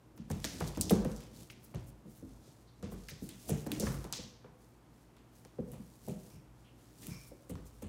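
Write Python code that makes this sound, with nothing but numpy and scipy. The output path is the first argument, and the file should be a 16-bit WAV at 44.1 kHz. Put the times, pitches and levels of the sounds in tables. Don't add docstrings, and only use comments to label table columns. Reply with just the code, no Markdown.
import sys
import numpy as np
from scipy import signal
from scipy.fft import rfft, irfft, next_fast_len
from scipy.io import wavfile
from scipy.ndimage import map_coordinates

SR = 44100
rng = np.random.default_rng(int(sys.argv[2]) if len(sys.argv) > 2 else 0)


def volts_from_decibels(level):
    exponent = np.asarray(level, float) / 20
    return 10 ** exponent


def output_pcm(signal):
    pcm = np.clip(np.atleast_2d(signal).T, -1, 1) * 32767
    wavfile.write(sys.argv[1], SR, np.round(pcm).astype(np.int16))


N = 347508
T = np.arange(N) / SR


def unit(x):
    return x / np.sqrt(np.mean(x ** 2) + 1e-20)


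def along(points, hz):
    f, v = np.transpose(points)
    return np.interp(np.log(hz + 1), np.log(f + 1), v)


def filtered(x, response):
    m = next_fast_len(len(x) + 4096)
    return irfft(rfft(x, m) * response(np.fft.rfftfreq(m, 1 / SR)), m)[:len(x)]


def peak(f, hz, width_hz):
    return 1j * f * width_hz / (hz * hz - f * f + 1j * f * width_hz)


def wobble(rate_hz):
    knots = rng.standard_normal(int(N * rate_hz / SR) + 4)
    return map_coordinates(knots, [T * rate_hz])


def add(track, start_s, sound):
    track[round(start_s * SR):][:len(sound)] += sound


def thuds():
    # (time [s], peak [dB], floor note [Hz], pad [dB])
    pounces = [(0.302, -27, 168, -13), (0.445, -36.5, 290, -15), (0.606, -29.5, 157, -7.5),
               (0.772, -27.5, 254, -13.5), (1.742, -31, 147, -14), (2.224, -38.5, 290, -10),
               (2.471, -52, 162, -5.5), (2.827, -34, 205, -10.5), (3.111, -41, 153, -15),
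               (3.825, -27.5, 203, -9.5), (4.186, -39.5, 200, -7.5), (6.334, -44, 150, -17),
               (7.08, -36.5, 153, -22), (7.313, -56, 280, 6.5), (7.496, -36.5, 261, -7.5),
               (7.514, -37.5, 156, -11.5), (7.82, -36, 246, -9)]
    # (time [s], peak [dB], floor note [Hz], pad [dB])
    steps = [(0.176, -35, 217, -24), (2.05, -44.5, 191, -12), (2.92, -35.5, 198, -12),
             (3.219, -34.5, 242, -13), (3.493, -28.5, 227, -7), (3.663, -31.5, 252, -7.5),
             (3.717, -31.5, 293, -15), (3.798, -33.5, 199, -4.5), (3.868, -30.5, 142, -12),
             (4.443, -52, 169, 1), (5.716, -40, 134, -22), (6.076, -30.5, 181, -7.5)]
    # (time [s], peak [dB], floor note [Hz], pad [dB])
    blows = [
        (0.908, -24, 231, 1.5),
        (0.916, -12.5, 205, -22),
        (1.049, -24.5, 202, -8.5),
        (3.511, -24, 143, -18),
        (4.044, -40, 179, -2.5),
        (5.452, -51.5, 245, -3),
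        (5.587, -28, 202, -5),
        (5.793, -39, 206, -32),
    ]
    # (joists [dB], ring [s])
    kinds = [(pounces, (-10.5, 0.05)), (steps, (-20.5, 0.065)), (blows, (-20.5, 0.035))]
    out = np.zeros(N + SR)
    t = np.arange(0, SR // 3, 10) / SR
    for landings, (joists_db, ring_s) in kinds:
        for start_s, peak_db, note_hz, pad_db in landings:
            joists = ring_modes(np.array([70.0, 80.3, 90.6, 109]), lambda f: (f / 80) ** -.3, ring_s * 0.45, t)
            span = ring_modes(np.array([49, 54]), np.ones_like, .06, t)
            joists = joists + volts_from_decibels(-3) * span
            near_note = lambda f: abs(peak(f, note_hz, 0.33 * note_hz))
            boards = ring_modes(np.geomspace(125, 310, num=8), near_note, ring_s, t)
            sheet = ring_modes(np.geomspace(320, 900, num=16), lambda f: (f / 400) ** -.7, ring_s * 1.02, t)
            thud = boards + volts_from_decibels(joists_db + 5.5) * joists + volts_from_decibels(pad_db + 4.5) * sheet
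            thud = signal.resample_poly(volts_from_decibels(peak_db - 1.0) * thud, up=10, down=1)
            add(out, start_s, thud)
            add(out, start_s, volts_from_decibels(-8.5) * answered(thud, gap_s=0.031))
    return out[:N]


def ring_modes(hz, tilt, ring_s, t):
    # (frequency [Hz], width [Hz], level [dB])
    floor_notes = [(49.4, 9.4, 5), (87, 9.6, 23.5), (152, 7, 6), (205, 9.4, 9), (285, 58, -14),
                   (402, 105, 7.5), (495.5, 11, 14.5), (560, 24, 3.5), (746, 22, -29)]
    hz = hz[:, None] * np.exp(0.023 * rng.standard_normal((len(hz), 1)))
    floor = sum(volts_from_decibels(level_db) * abs(peak(hz, f, width_hz)) for f, width_hz, level_db in floor_notes)
    rise = 1 - np.exp(-(t * hz / 1.44) ** 1.56)
    fall = np.exp(-t / (ring_s * 0.61 * (200 / hz) ** 0.63))
    swing = np.sin(2 * np.pi * (hz * t + rng.random(hz.shape)))
    family = np.sum(tilt(hz) * floor * rise * fall * swing, axis=0)
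    return family / abs(family).max()


def slaps():
    # (time [s], peak [dB], slap [Hz], room [dB])
    pad_slaps = [(0.177, -54, 980, -9), (0.302, -34.5, 800, -8.5), (0.443, -30, 1800, -6.5),
                 (0.609, -31.5, 751, -4.5), (0.773, -37, 830, -4), (0.908, -22, 686, -6.5),
                 (1.049, -41, 1120, -3), (1.5, -39.5, 2340, -10), (1.741, -44.5, 676, -1.5),
                 (2.826, -51, 1060, 1), (2.919, -48.5, 934, -0.5), (3.087, -36.5, 1940, -8),
                 (3.291, -44.5, 3640, -3), (3.492, -37.5, 740, -4), (3.664, -39.5, 810, -1.5),
                 (3.824, -39.5, 790, 3.5), (3.868, -32, 1220, -5.5), (4.043, -39.5, 785, -0.5),
                 (4.125, -42.5, 3740, 7.5), (4.443, -49, 810, -1.5), (5.168, -56, 904, -10),
                 (5.45, -52, 870, -10), (5.585, -48, 695, -4), (5.734, -48.5, 716, -3),
                 (6.083, -44, 795, -6), (7.029, -51, 2280, -3), (7.498, -49, 1020, -8),
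                 (7.554, -45, 970, -5), (7.822, -51, 860, -2),
                 (0.445, -33.5, 560, -6.5),
        (4.128, -40.5, 920, -9.5),
    ]
    out = np.zeros(N + SR)
    t = np.arange(SR // 25) / SR
    for start_s, peak_db, slap_hz, room_db in pad_slaps:
        grit = rng.standard_normal(len(t)) * np.exp(-t / 0.0054)
        clap = lambda f: peak(f, slap_hz, .5 * slap_hz) * peak(f, slap_hz, 2 * slap_hz)
        contact(out, start_s, peak_db - .5, room_db, grit, clap)
    return out[:N]


def claws():
    # (time [s], peak [dB], tick [Hz], room [dB])
    blunt = [(0.1766, -48.5, 5000, -4.5), (0.314, -33, 5530, -11.5), (0.6042, -34, 4290, -6),
             (0.7498, -41.5, 4100, -1), (1.2054, -40, 6100, -2), (1.7468, -42.5, 5600, -3.5),
             (2.827, -44.5, 5300, -1), (3.491, -35.5, 7860, -3.5), (3.7178, -20.5, 6650, -12.5),
             (5.1667, -52.5, 7400, -1.5), (5.45, -42, 4640, -13.5)]
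    # (time [s], peak [dB], tick [Hz], room [dB])
    ticks = [(0.3013, -36.5, 5870, -12), (0.4015, -41, 6290, -13), (0.6768, -31.5, 4360, -8.5),
             (0.7735, -32, 7100, -16), (0.9544, -38, 4260, -17), (1.048, -37, 5930, -20),
             (1.1076, -50.5, 5750, -5), (1.498, -55.5, 4720, 8.5), (1.6337, -53, 10700, -5),
             (3.0854, -35, 4270, -1.5), (3.2905, -32.5, 8600, -2), (3.495, -22.5, 8160, -1),
             (3.515, -47, 7300, 0), (3.6646, -41, 6220, -4), (3.8063, -48, 8300, 17),
             (4.0305, -51, 5740, -7), (4.0426, -39.5, 4060, -17), (4.1257, -23, 5150, -4),
             (5.7177, -36, 10500, -2.5), (6.0843, -36, 9050, 0), (7.0687, -29.5, 10400, -15),
             (7.4954, -39.5, 9900, 1), (7.5547, -45.5, 3970, -9), (7.8216, -46, 10200, 7)]
    # (time [s], peak [dB], tick [Hz], room [dB])
    skids = [
        (0.4433, -22.5, 4670, -9.5),
        (0.811, -15, 6300, -14),
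        (0.8959, -21.5, 4000, -13),
        (0.9066, -23.5, 9700, -5),
        (1.117, -38.5, 5570, -16),
        (1.1633, -39, 5460, -7),
        (3.7984, -24, 6550, -5),
    ]
    # (pad part [dB], skid [s])
    kinds = [(blunt, (0.5, 0.0049)), (ticks, (-14.5, 0.0021)), (skids, (-36, 0.0091))]
    out = np.zeros(N + SR)
    t = np.arange(SR // 25) / SR
    for contacts, (pad_db, skid_s) in kinds:
        for start_s, peak_db, tick_hz, room_db in contacts:
            stutter = volts_from_decibels(6 * np.repeat(rng.standard_normal(len(t) // 20 + 1), 20)[:len(t)])
            decay = np.exp(-t / .0004) + .2 * stutter * np.exp(-t / skid_s)
            grit = rng.standard_normal(len(t)) * decay
            highpass = lambda f: 1j * f / (1j * f + .5 * tick_hz)
            body = lambda f: peak(f, tick_hz, 1.2 * tick_hz) * peak(f, 1.2 * tick_hz, 1.8 * tick_hz)
            pad = lambda f: volts_from_decibels(pad_db + 6.5) * peak(f, 2800, 3000)
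            colour = lambda f: body(f) * highpass(f) + pad(f)
            contact(out, start_s, peak_db + 0.67, room_db + 3.5, grit, colour)
    return out[:N]


def contact(out, start_s, peak_db, room_db, grit, colour):
    tick = filtered(grit, colour)
    tick = volts_from_decibels(peak_db) * tick / abs(tick).max()
    smooth = filtered(np.arange(len(grit)) == 0, colour)
    room_gain = volts_from_decibels(room_db) * np.linalg.norm(tick) / np.linalg.norm(smooth)
    add(out, start_s, tick)
    add(out, start_s, room_gain * answered(smooth, gap_s=.005))


def swishes():
    # (time [s], length [s], centre [Hz], level [dB])
    slides = [(0.157, .03, 14000, -67), (0.296, .03, 8150, -55), (0.664, 0.033, 7000, -51),
              (1.497, 0.034, 11000, -62.5), (1.636, 0.021, 14900, -55), (1.857, 0.057, 10800, -63),
              (2.089, 0.052, 11900, -71), (2.152, .04, 13000, -64.5), (2.411, 0.14, 4940, -68.5),
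              (2.908, 0.042, 11300, -59.5), (3.083, 0.028, 13000, -52), (3.825, 0.094, 7300, -52.5),
              (3.902, 0.081, 10000, -57), (4.135, 0.051, 12000, -59), (3.211, 0.05, 10100, -61),
              (3.473, 0.046, 7300, -46.5), (3.665, 0.011, 7960, -49.5), (5.713, 0.041, 9200, -62.5),
              (7.024, 0.031, 9000, -73), (7.256, 0.047, 10000, -61), (7.491, 0.026, 8800, -55),
              (7.649, 0.046, 8100, -64), (7.818, 0.017, 8400, -55.5)]
    out = np.zeros(N + SR)
    for start_s, length_s, centre_hz, level_db in slides:
        n = round(length_s * SR)
        u = np.arange(n) / n
        puff = filtered(rng.standard_normal(n), lambda f: peak(f, centre_hz, 1.2 * centre_hz) ** 2)
        add(out, start_s, volts_from_decibels(level_db) * unit(puff) * np.sin(np.pi * u) ** 1.06)
    return out[:N]


def scuffs():
    # (start [s], hold [s], hiss [dB], centre [Hz])
    fur_drags = [(0.344, 0.051, -61, 6500), (0.443, 0.25, -54, 5860), (0.81, 0.12, -53, 6500),
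                 (1.003, 0.14, -59.5, 6600), (1.203, 0.035, -66, 6200), (1.368, 0.047, -57.5, 6500),
                 (1.65, 0.0066, -63, 7800), (1.8, .09, -70.5, 7500), (2.105, 0.094, -66.5, 7960),
                 (2.294, 0.33, -70, 6000), (2.77, 0.15, -77, 5500), (2.908, .26, -64, 5800),
                 (3.242, 0.066, -59.5, 7800), (3.413, .2, -57.3, 7400), (3.746, 0.16, -52.5, 6900),
                 (3.92, .13, -60, 6400), (4.156, .07, -61.5, 5300), (4.606, .08, -71, 7200),
                 (4.947, .08, -73.5, 7500), (5.362, 0.032, -66, 8500), (5.47, .14, -77, 6100),
                 (5.69, 0.56, -67.5, 7900), (6.065, 0.041, -58.5, 7500), (6.222, 0.096, -64, 7900),
                 (6.58, .06, -74.5, 6700), (6.793, 0.14, -68.5, 6950), (7.029, 0.062, -54.5, 7900),
                 (7.137, 0.15, -63, 7800), (7.38, 0.23, -70.5, 7550), (7.665, 0.17, -69, 7400)]
    # (start [s], hold [s], rumble [dB])
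    weight_shifts = [(.14, 0.08, -55), (.34, 0.025, -43.5), (.54, 0.15, -44.5), (.83, 0.097, -40),
                     (1.24, 0.15, -53.5), (1.41, 0.018, -47), (1.5, 0.41, -55.5), (1.95, 0.12, -60),
                     (2.28, 0.32, -59.5), (2.85, 0.035, -44.5), (2.98, .02, -56.5), (3.23, 0.1, -52),
                     (3.52, 0.023, -35.5), (3.76, 0.085, -39), (3.9, 0.092, -45.5), (4.06, 0.19, -52),
                     (4.45, .06, -59.5), (5.6, .16, -55), (6.03, .08, -57), (6.25, 0.11, -60.5),
                     (6.6, 0.19, -60), (7.03, 0.12, -49.5), (7.57, 0.024, -49), (7.74, .02, -58.5),
                     (7.86, .02, -53.5)]
    # (frequency [Hz], density [dB per Hz])
    rumble_spectrum = [(21, -47), (35, -3), (97, 2), (135, -5), (207, -1.5), (348, -6.5), (499, -17.5),
                       (652, -17), (1500, -43), (1950, -85), (3300, -120)]
    stroke_t = T[::88]
    drags = strokes(fur_drags, swell_db_per_s=229, fade_db_per_s=131)
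    drag_power = drags.sum(axis=0)
    centre_hz = np.transpose(fur_drags)[3] @ drags / drag_power
    grains = rng.standard_normal(N) * volts_from_decibels(2.5 * wobble(500) + wobble(30))
    hz, t, z = signal.stft(grains, SR, nperseg=256)
    octaves = np.log2((hz[:, None] + 1) / np.interp(t, stroke_t, centre_hz))
    shape = volts_from_decibels(-6 * octaves ** 2) + volts_from_decibels(-7) * abs(peak(hz[:, None], 3000, 6000))
    shape = shape / np.sqrt(np.mean(shape ** 2, axis=0))
    hiss = signal.istft(z * shape, SR, nperseg=256)[1][:N]
    hiss = volts_from_decibels(-2.24) * np.sqrt(np.interp(T, stroke_t, drag_power)) * unit(hiss)

    rumble = filtered(rng.standard_normal(N), lambda f: volts_from_decibels(along(rumble_spectrum, f)))
    shifts = strokes(weight_shifts, swell_db_per_s=249, fade_db_per_s=218)
    load = np.interp(T, stroke_t, shifts.sum(axis=0))
    weight = np.sqrt(np.maximum(load - volts_from_decibels(2 * -63), 0))
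    return hiss + weight * volts_from_decibels(-3 + 0.67 * wobble(15)) * unit(rumble)


def strokes(rows, swell_db_per_s, fade_db_per_s):
    start_s, hold_s, level_db = np.transpose(rows)[:3, :, None]
    t = T[::88]
    early_s = np.maximum(start_s - t, 0)
    late_s = np.maximum(t - start_s - hold_s, 0)
    return volts_from_decibels(2 * (level_db - swell_db_per_s * early_s - fade_db_per_s * late_s))


def snuffles():
    # (time [s], length [s], nose [Hz], nose width [Hz], level [dB], upper band [dB])
    nose_puffs = [
        (2.67, .06, 4200, 1700, -72, -13),
        (6.641, 0.099, 2850, 1200, -71, -15),
        (6.3, 0.12, 2500, 510, -71.5, -2),
        (7.098, 0.14, 2340, 290, -59, -5),
        (7.08, 0.13, 1040, 1100, -64.5, -14),
    ]
    out = np.zeros(N + SR)
    for start_s, length_s, nose_hz, width_hz, level_db, upper_db in nose_puffs:
        n = round(length_s * SR)
        u = np.arange(n) / n
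        nose = lambda f: peak(f, nose_hz, width_hz) ** 2 + volts_from_decibels(upper_db) * peak(f, 5460, 1200) ** 2
        puff = filtered(rng.standard_normal(n), nose)
        puff = volts_from_decibels(level_db) * unit(puff) * np.sin(np.pi * u ** 0.45)
        add(out, start_s, puff)
        add(out, start_s, volts_from_decibels(-7) * answered(puff, gap_s=.01))
    return out[:N]


def refrigerator():
    line_hz = [51.55, 58.6, 120, 162.7, 193.2, 234.4, 240, 293.1, 309.4]
    line_db = [-68, -65, -66.5, -76.5, -78.5, -77.5, -99, -87, -77]
    # (frequency [Hz], density [dB per Hz])
    air_spectrum = [(30, -19), (60, -10.5), (110, 5.5), (160, -1.5), (300, -1), (500, -8), (1000, -12),
                    (2000, -21), (4000, -27), (8000, -29.5), (14800, -33.5), (16500, -54)]
    aligned_s = 5.2
    hum = np.zeros(N)
    for hz, db in zip(line_hz, line_db):
        hum += volts_from_decibels(db + 4.5 + 1.5 * wobble(4)) * np.cos(2 * np.pi * hz * (T - aligned_s))
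    air = filtered(rng.standard_normal(N), lambda f: volts_from_decibels(along(air_spectrum, f)))
    return hum + volts_from_decibels(-63.5 + 0.44 * wobble(2.66)) * unit(air)


def answered(x, gap_s):
    # (frequency [Hz], t60 [s])
    kitchen_t60 = [(60, 0.78), (250, 0.42), (1000, 0.88), (3000, 0.58), (6000, 0.56), (10000, 0.22),
                   (16000, 0.076)]
    # (frequency [Hz], level [dB])
    answer_colour = [(100, 1.5), (1000, 2.5), (3000, 7), (6000, 5.5), (10000, -1.5), (16000, -28)]
    hz, t, z = signal.stft(rng.standard_normal(SR * 2 // 5), SR, nperseg=256)
    decay_db = -60 * t / along(kitchen_t60, hz)[:, None]
    colour_db = along(answer_colour, hz)[:, None]
    tail = signal.istft(z * volts_from_decibels(decay_db + colour_db), SR, nperseg=256)[1]
    age_s = np.arange(len(tail)) / SR
    walls = np.repeat(rng.standard_normal(len(tail) // 64 + 1), 64)[:len(tail)]
    echoes = volts_from_decibels(5 * walls * np.exp(-age_s / .06))
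    tail = tail * (1 - np.exp(-age_s / gap_s)) * echoes
    return signal.fftconvolve(x, tail / np.linalg.norm(tail))


def scene():
    animals = thuds() + slaps() + claws() + swishes() + scuffs() + snuffles()
    return (animals + refrigerator())[None]


def low_pass(x):
    return signal.sosfilt(signal.butter(12, 17030, fs=SR, output="sos"), x)


def record(dry):
    # (frequency [Hz], gain [dB])
    top_edge = [(12000, 0), (15700, 0), (16000, -11), (16700, -13), (17000, -40)]
    bass_cut = lambda f: (1j * f / (1j * f + 30)) ** 6
    cut = filtered(dry[0], lambda f: bass_cut(f) * volts_from_decibels(along(top_edge, f)))
    return low_pass(cut[None])


dry = scene()
out = record(dry)
output_pcm(out)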